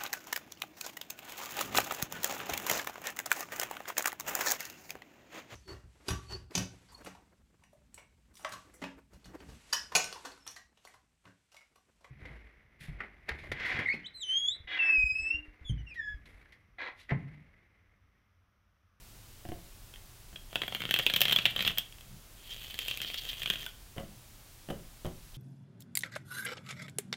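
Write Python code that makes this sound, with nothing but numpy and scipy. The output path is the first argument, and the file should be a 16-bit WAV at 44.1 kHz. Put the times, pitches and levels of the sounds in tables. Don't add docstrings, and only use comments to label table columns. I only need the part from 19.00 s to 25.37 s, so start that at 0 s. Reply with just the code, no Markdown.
import sys
import numpy as np
from scipy import signal
from scipy.fft import rfft, irfft, next_fast_len
from scipy.io import wavfile
from scipy.ndimage import map_coordinates

SR = 44100
rng = np.random.default_rng(int(sys.argv[2]) if len(sys.argv) > 2 else 0)


def int16_out(signal):
    q = np.round(np.clip(np.atleast_2d(signal).T, -1, 1) * 32767)
    wavfile.write(sys.argv[1], SR, q.astype(np.int16))


N = 280872


def amp(db):
    return 10 ** (np.asarray(db) / 20)


def unit(x):
    return x / np.sqrt(np.mean(x ** 2) + 1e-20)


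def along(points, hz):
    point_hz, values = np.transpose(points)
    return np.interp(np.log(hz + 1), np.log(point_hz), values)


def wobble(knots_per_s):
    knots = rng.standard_normal(int(N * knots_per_s / SR) + 4)
    return map_coordinates(knots, [np.arange(N) * knots_per_s / SR])


def filtered(x, response):
    size = next_fast_len(x.shape[-1] + 2048, True)
    size += size % 2
    spectrum = rfft(x, size) * response(np.fft.rfftfreq(size, 1 / SR))
    return irfft(spectrum, size)[..., :x.shape[-1]]


def coloured(x, spectrum, peaks=()):
    def response(hz):
        gain = amp(along(spectrum, hz))
        for centre_hz, width_hz, db in peaks:
            detune = 2 * (hz - centre_hz) / width_hz
            gain = gain * np.sqrt(1 + amp(db) ** 2 / (1 + detune ** 2))
        cepstrum = irfft(np.log(gain))
        cepstrum[..., 1:len(hz) - 1] *= 2
        cepstrum[..., len(hz):] = 0
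        return np.exp(rfft(cepstrum))
    return filtered(x, response)


def contacts(t60_s, flutter_db, spectrum, peaks=(), size=3072):
    t = np.arange(size) / SR
    decay = 1000. ** (-t / np.maximum(t60_s, .001)[:, None])
    force = rng.standard_normal((len(t60_s), size)) * decay
    force *= amp(np.reshape(flutter_db, (-1, 1))) / np.linalg.norm(force, axis=1, keepdims=True)
    force[:, 0] += 1
    sound = coloured(force, spectrum, peaks)
    return sound / np.linalg.norm(sound, axis=1, keepdims=True)


def placed(times_s, sounds):
    index = np.round(times_s * SR).astype(int)[:, None] + np.arange(sounds.shape[1])
    return np.bincount(index.ravel(), sounds.ravel(), N)[:N]


def swells(rows):
    t = np.arange(N) / SR
    return sum(amp(db) * np.exp(-((t - s) / half_s) ** 2) for s, db, half_s in rows)


def slips(slips_per_s, spread_db, smooth):
    sizes = amp(spread_db * np.minimum(rng.exponential(size=N), 3)) * rng.choice([-1, 1], N)
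    impulses = unit(sizes * (rng.random(N) < slips_per_s / SR))
    return unit(impulses + smooth * rng.standard_normal(N))


# (frequency [Hz], relative level [dB per Hz])
AIR_SPECTRUM = [(12, -33), (20, -7), (30, 1), (64, -13), (119, -10), (148, -20.5), (238, -23), (315, -25.5),
                (362, -24.5), (439, -28.5), (631, -28), (705, -28), (1820, -31), (3080, -30),
                (15500, -33.5)]
AIR_RMS_DB, AIR_TOP_HZ = -53, 15900


def air():
    noise = filtered(rng.standard_normal(N), lambda hz: amp(along(AIR_SPECTRUM, hz)) * (hz < AIR_TOP_HZ))
    return amp(AIR_RMS_DB) * unit(noise)


# (frequency [Hz], t60 [s])
ROOM_T60 = [(150, 0.52), (600, 0.29), (3000, 0.28), (14000, 0.12)]


def room(x, near_db=-11, tail_db=-8, count=48):
    out = np.zeros(N + SR)
    hz, t, z = signal.stft(rng.standard_normal((count, SR // 2)), SR, nperseg=256)
    decay = 1000. ** (-t / along(ROOM_T60, hz)[:, None])
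    tails = signal.istft(z * decay, SR, nperseg=256)[1]
    t = np.arange(tails.shape[1]) / SR
    tails *= 1 - np.exp(-(t / 0.0045) ** 2)
    tails /= np.linalg.norm(tails, axis=1, keepdims=True)
    near = rng.standard_normal(tails.shape) * np.exp(-((t - .008) / 0.0023) ** 2)
    near /= np.linalg.norm(near, axis=1, keepdims=True)
    answers = amp(near_db) * near + amp(tail_db) * tails
    for part, answer in zip(np.array_split(np.arange(N), count), answers):
        echo = signal.fftconvolve(x[part], answer)
        out[part[0]:part[0] + len(echo)] += echo
    return out[:N]


# (frequency [Hz], gain [dB])
WALL_GAIN = [(100, -2.4), (350, 0), (700, 0.5), (3000, -2)]
# (frequency [Hz], width [Hz], level [dB])
ROOM_MODES = [(172.5, 20, 5), (208, 10, 6)]


def boom(knocks):
    return coloured(room(knocks, near_db=-9, tail_db=-6.5), WALL_GAIN, ROOM_MODES)


# (time of peak [s], level [dB], half length [s])
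FLEX_SWELLS = [(1.34, -63, 0.043), (1.85, -56, 0.092), (2.64, -48, 0.14), (3.13, -51, 0.065)]
# (frequency [Hz], relative level [dB per Hz])
FLEX_SPECTRUM = [(40, -4), (80, 6), (120, 7), (195, 5), (280, -11), (500, -24), (1500, -48)]


def handling(lumps_db=3):
    lumpy = rng.standard_normal(N) * amp(lumps_db * wobble(24.83))
    return swells(FLEX_SWELLS) * unit(coloured(lumpy, FLEX_SPECTRUM))


# (start [s], attack [s], end of hold [s], release [s], rub level [dB], hiss level [dB])
RUB_STROKES = [(1.5, 1, 2.3, 0.25, -40.5, -49), (2.548, 0.024, 2.68, .13, -47, -58),
               (3.36, .16, 4.65, .09, -48.5, -56)]
FADE_DB = 18


def strokes():
    t = np.arange(N) / SR
    start, attack, end, release, rub_db, hiss_db = np.transpose(RUB_STROKES)[..., None]
    fade = np.maximum(1 - (t - start) / attack, 0) + np.maximum((t - end) / release, 0)
    shape_db = np.where(t < start, -120, -FADE_DB * fade)
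    return np.max(rub_db + shape_db, axis=0), np.max(hiss_db + shape_db, axis=0)


# (frequency [Hz], relative level [dB per Hz])
RUB_SPECTRUM = [(60, -3), (200, -13), (680, -24.5), (900, -21.5), (1500, -17.5), (2000, -13), (2750, -2),
                (3400, -1), (4000, -7.5), (5200, -17), (9000, -77)]
# (frequency [Hz], relative level [dB per Hz])
HISS_SPECTRUM = [(2500, -21), (5000, 2), (7200, 10.5), (10000, 11), (12500, 11.5), (14500, 21.5),
                 (15600, 13), (16100, -21)]
# (frequency [Hz], width [Hz], level [dB])
CARD_RESONANCES = [(1330, 36, -9), (1813, 310, 1), (2676, 23, -10), (2883, 25, -18), (3197, 150, 7.5),
                   (4520, 100, 4.5)]


def rubbing():
    rub_db, hiss_db = strokes()
    pressure = amp(3.5 * wobble(70))
    force = slips(slips_per_s=450, spread_db=3.5, smooth=.6) * pressure
    rub = amp(rub_db) * unit(coloured(force, RUB_SPECTRUM, CARD_RESONANCES))
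    hiss = amp(hiss_db) * unit(coloured(force, HISS_SPECTRUM))
    return rub + hiss


# (time of peak [s], level [dB], half length [s])
SCRAPE_SWELLS = [(3.52, -45, 0.023), (3.665, -52, 0.018), (3.812, -43, 0.013), (3.913, -44.5, 0.041),
                 (4.032, -40.5, 0.0096), (4.077, -41, 0.018), (4.143, -38.5, 0.0097), (4.184, -35.5, 0.014),
                 (4.296, -35, 0.0088), (6.35, -55, 0.012)]
# (frequency [Hz], relative level [dB per Hz])
SCRAPE_SPECTRUM = [(600, -59), (1700, -16), (2600, -3.5), (3300, 1.5), (4000, -4), (4700, -9.5),
                   (5600, -10.5), (7000, -18), (9000, -31), (14500, -20), (16300, -15)]


def scrapes():
    force = slips(slips_per_s=1500, spread_db=3, smooth=.5)
    return swells(SCRAPE_SWELLS) * unit(coloured(force, SCRAPE_SPECTRUM, CARD_RESONANCES))


# (frequency [Hz], relative level [dB per Hz])
TICK_SPECTRUM = [(60, -40), (200, -9.5), (680, -5.5), (900, -11), (1800, -0.5), (3200, 7.5), (4300, -8),
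                 (6500, 2.5), (10000, -15), (14500, -10), (16500, -38)]
# (frequency [Hz], relative level [dB per Hz])
SLAP_SPECTRUM = [(50, -39.5), (120, 9), (190, 2), (280, -1.5), (700, 3), (900, -5.5), (1300, 0),
                 (1850, -0.5), (2300, 3), (3200, -25), (6000, -22)]
TICK_T60_S = .009


def ticks(ticks_per_s=60, tick_db=21, spread_db=1.5, slap_db=-9):
    rub_db, _ = strokes()
    index = np.flatnonzero((rng.random(N) < ticks_per_s / SR) & (rub_db > -70))
    t60_s = np.full(len(index), TICK_T60_S)
    sound = contacts(t60_s, flutter_db=-4, spectrum=TICK_SPECTRUM, peaks=CARD_RESONANCES)
    sound += amp(slap_db) * contacts(t60_s, flutter_db=-1.5, spectrum=SLAP_SPECTRUM)
    scatter_db = spread_db * np.clip(rng.standard_normal(len(index)), -2, 2)
    level_db = rub_db[index] + tick_db + scatter_db
    return placed(index / SR, amp(level_db)[:, None] * sound)


# (time [s], relative level [dB], t60 [s])
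CLOSING = (4.665, -32.5, 0.022)
# (frequency [Hz], relative level [dB per Hz])
STACK_SPECTRUM = [(400, -5), (1500, 2), (5000, -37)]
# (frequency [Hz], width [Hz], level [dB])
STACK_RING = [(1500, 110, 14)]


def closing(tock_db=14):
    s, db, t60_s = np.transpose([CLOSING])
    tock = contacts(t60_s, flutter_db=10, spectrum=STACK_SPECTRUM, peaks=STACK_RING)
    return placed(s, amp(db + tock_db) * tock)


# (time [s], relative thump level [dB], relative air puff level [dB])
DECK_TAPS = [(0.452, -35.5, -39), (0.488, -35.5, -31), (0.519, -30, -35), (1.329, -45, -40),
             (4.964, -39, -35), (4.973, -42, -54), (4.981, -28, -58), (4.999, -32.5, -36),
             (5.688, -30.5, -39), (5.702, -25.5, -50), (5.706, -24.5, -34), (6.048, -28, -29.5),
             (6.055, -26.5, -48), (6.065, -30, -31)]
# (frequency [Hz], relative level [dB per Hz])
THUMP_SPECTRUM = [(40, -21), (90, -6.5), (140, 5), (200, -4), (260, -5), (340, -1.5), (520, -8.5),
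                  (720, -5.5), (900, -19.5), (2000, -45), (5000, -39)]
# (frequency [Hz], relative level [dB per Hz])
CLACK_SPECTRUM = [(400, -5.5), (1100, 8.5), (1500, 4.5), (1900, 6), (2300, -1), (3100, 9.5), (3800, -4.5),
                  (6000, -28), (16000, -39)]
# (frequency [Hz], relative level [dB per Hz])
PUFF_SPECTRUM = [(15, -6), (35, -17), (60, -10), (100, -10), (300, -57)]
# (frequency [Hz], width [Hz], level [dB])
HOLLOW_MODES = [(178, 15, 2.5), (343, 64, 1), (553, 9.3, 10.5), (676, 50, -0.5)]
TAP_T60_S, TYPICAL_THUMP_DB, TYPICAL_PUFF_DB = 0.024, -27.5, -46
CLACK_DB_PER_THUMP_DB = 0.65
CLACK_LOSS_DB_PER_PUFF_DB = 0.26


def taps(thump_db=17, clack_db=7, puff_db=19):
    s, thump, puff = np.transpose(DECK_TAPS)
    t60_s = np.full(len(s), TAP_T60_S)
    clack = TYPICAL_THUMP_DB + CLACK_DB_PER_THUMP_DB * (thump - TYPICAL_THUMP_DB)
    clack -= CLACK_LOSS_DB_PER_PUFF_DB * (puff - TYPICAL_PUFF_DB)
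    thumps = contacts(t60_s, flutter_db=0.5, spectrum=THUMP_SPECTRUM, peaks=HOLLOW_MODES)
    clacks = contacts(t60_s, flutter_db=5, spectrum=CLACK_SPECTRUM)
    puffs = contacts(t60_s, flutter_db=-11, spectrum=PUFF_SPECTRUM)
    sound = amp(thump + thump_db)[:, None] * thumps
    sound += amp(clack + clack_db)[:, None] * clacks
    sound += amp(puff + puff_db)[:, None] * puffs
    return placed(s, sound)


# (frequency [Hz], relative level [dB per Hz])
RING_SPECTRUM = [(300, -44), (1500, -16), (2200, -12), (2650, -4.5), (3000, -5), (3400, -3), (3650, -7.5),
                 (4000, -11), (4500, -19.5), (5200, -23), (9000, -38)]
# (frequency [Hz], relative level [dB per Hz])
CRACK_SPECTRUM = [(1500, -21), (4000, 17.5), (5800, 11.5), (7500, 9.5), (10000, 8), (12500, 10),
                  (15500, -8), (17000, -58)]
# (frequency [Hz], relative level [dB per Hz])
SIZZLE_SPECTRUM = [(7000, -40), (11000, 1), (12800, 5), (14200, 15.5), (15300, 9), (16000, 1), (17000, -8),
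                   (19000, -37)]
TYPICAL_DB, TYPICAL_EDGE_DB = -15.5, -44
DOUBLING_DB = 49
SLAP_LOSS_DB_PER_EDGE_DB = 0.14
SLAP_LIFE, CRACK_LIFE, SIZZLE_LIFE = .8, .4, .3
BEND_HZ, BEND_SCATTER, BEND_WIDTH_HZ, BEND_DB = 2900, .22, 500, 4


def card_hits(s, strength, edge, flutter, ring_t60_s, slap_db_per_db, ring_db, slap_db, crack_db, sizzle_db):
    t60_s = ring_t60_s * 2 ** ((strength - TYPICAL_DB) / DOUBLING_DB)
    slap = TYPICAL_DB + slap_db_per_db * (strength - TYPICAL_DB)
    slap = slap - SLAP_LOSS_DB_PER_EDGE_DB * (edge - TYPICAL_EDGE_DB)
    bend_hz = BEND_HZ * np.exp(BEND_SCATTER * rng.standard_normal((len(s), 1)))
    ring_peaks = CARD_RESONANCES + [(bend_hz, BEND_WIDTH_HZ, BEND_DB)]
    slap_peaks = CARD_RESONANCES + HOLLOW_MODES[:1]
    layers = (
        (strength + ring_db, contacts(t60_s, flutter, RING_SPECTRUM, ring_peaks)),
        (slap + slap_db, contacts(SLAP_LIFE * t60_s, flutter - 3, SLAP_SPECTRUM, slap_peaks)),
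        (edge + crack_db, contacts(CRACK_LIFE * t60_s, flutter - 4, CRACK_SPECTRUM)),
        (edge + sizzle_db, contacts(SIZZLE_LIFE * t60_s, flutter - 5, SIZZLE_SPECTRUM)))
    return placed(s, sum(amp(db)[:, None] * sound for db, sound in layers))


# (time [s], relative strength [dB], relative sharp edge level [dB])
EDGE_CATCHES = [(0.9393, -35, -62), (0.9593, -37.5, -60), (1.3596, -27, -63), (2.9247, -36, -56.5),
                (2.9846, -42, -61), (3.0095, -37.5, -54), (3.7432, -28, -47), (3.7901, -17.5, -35),
                (3.8613, -28, -52), (3.8829, -18, -36), (3.912, -17.5, -43), (3.9738, -24.5, -38),
                (4.0034, -24, -66), (4.0171, -20.5, -37), (4.0473, -24, -75), (4.1007, -26.5, -63),
                (4.1436, -22.5, -43), (4.2522, -27.5, -47), (4.3314, -26, -49), (4.4193, -22, -53),
                (4.433, -21, -41), (4.4597, -16.5, -60), (4.475, -22, -48), (4.5013, -10.5, -33.5),
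                (4.5067, -18, -60), (4.537, -22, -47), (4.5574, -23, -69), (4.63, -30, -48),
                (4.664, -23.5, -42)]
CATCH_FLUTTER_DB, CATCH_T60_S = -1, 0.023
CATCH_SLAP_DB_PER_DB = 0.88


def catches():
    s, strength, edge = np.transpose(EDGE_CATCHES)
    return card_hits(s, strength, edge, CATCH_FLUTTER_DB, CATCH_T60_S, CATCH_SLAP_DB_PER_DB,
                     ring_db=11.5, slap_db=-1, crack_db=19, sizzle_db=17)


# (time [s], relative strength [dB], relative sharp edge level [dB], flutter over push [dB])
RIFFLE_SNAPS = [(1.5292, -37.5, -58, 33), (1.5571, -13, -44, 1.5), (1.6179, -16.5, -45, 14),
                (1.6345, -26, -60, 12), (1.6798, -22.5, -40, 38), (1.7242, -25, -55, 4),
                (1.7486, -17.5, -35, 18), (1.7667, -34, -53, 6), (1.8042, -25, -60, 15),
                (1.8191, -22, -44, 22), (1.8378, -26, -52, -8), (1.8536, -20.5, -54, -8),
                (1.8914, -23.5, -56, 3), (1.9101, -11, -27, 2.5), (1.941, -7.5, -27.5, -3.5),
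                (1.962, -16, -38, 21), (1.989, -12, -27.5, 4), (1.9955, -15.5, -45, 24),
                (2.0652, -6, -29.5, 3), (2.099, -15.5, -40, 15), (2.1037, -24, -40, 17),
                (2.138, -10.5, -30, 3), (2.1616, -11, -28, 18), (2.1654, -12.5, -27, -4),
                (2.1876, -35, -47, 10), (2.2066, -13.5, -23, 9), (2.2165, -6, -16.5, 4.5),
                (2.236, -33, -35, 5), (2.2542, -10, -36, -2), (2.2824, -12.5, -35, 6),
                (2.2965, -13.5, -37, -1), (2.3104, -14, -37, 11), (2.3237, -10, -33, 2),
                (2.328, -10, -26, 6), (2.3617, -5.5, -30.5, 3), (2.387, -12.5, -40, 9),
                (2.4163, -37, -55, 12), (2.4551, -4.5, -36, 6), (2.4616, -11.5, -36, 15),
                (2.512, -34, -48, 8), (2.554, -36, -54, 8), (2.5623, -14.5, -37, 8), (2.5799, -26, -50, 4),
                (2.592, -17, -53, 4.5), (2.6064, -14.5, -48, 6), (2.6241, -19, -33, 10),
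                (2.6493, -15, -46, 15), (2.665, -17, -39, 13), (2.671, -18, -38, 9), (2.6771, -8.5, -29, 2),
                (2.6974, -24, -53, 20), (2.7055, -23, -52, 10), (2.716, -29, -46, -16),
                (2.7745, -20.5, -42, 16), (2.7835, -12.5, -21, 5)]
SNAP_T60_S = 0.023
SNAP_SLAP_DB_PER_DB = 0.67
PILE_DB_PER_S = 5


def snaps(first_slap_db=7):
    s, strength, edge, flutter = np.transpose(RIFFLE_SNAPS)
    slap_db = first_slap_db - PILE_DB_PER_S * (s - s[0])
    return card_hits(s, strength, edge, flutter, SNAP_T60_S, SNAP_SLAP_DB_PER_DB,
                     ring_db=11.5, slap_db=slap_db, crack_db=12, sizzle_db=16)


def scene():
    background = air() + handling()
    cards = rubbing() + scrapes() + ticks() + closing() + catches() + snaps()
    cards_in_room = cards + room(cards, near_db=-14.5, tail_db=-11.0)
    knocks = taps()
    return (background + knocks + boom(knocks) + cards_in_room)[None]


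TOP_HZ = 16300


def record(dry):
    return filtered(dry, lambda hz: hz < TOP_HZ)


dry = scene()
out = record(dry)
int16_out(out)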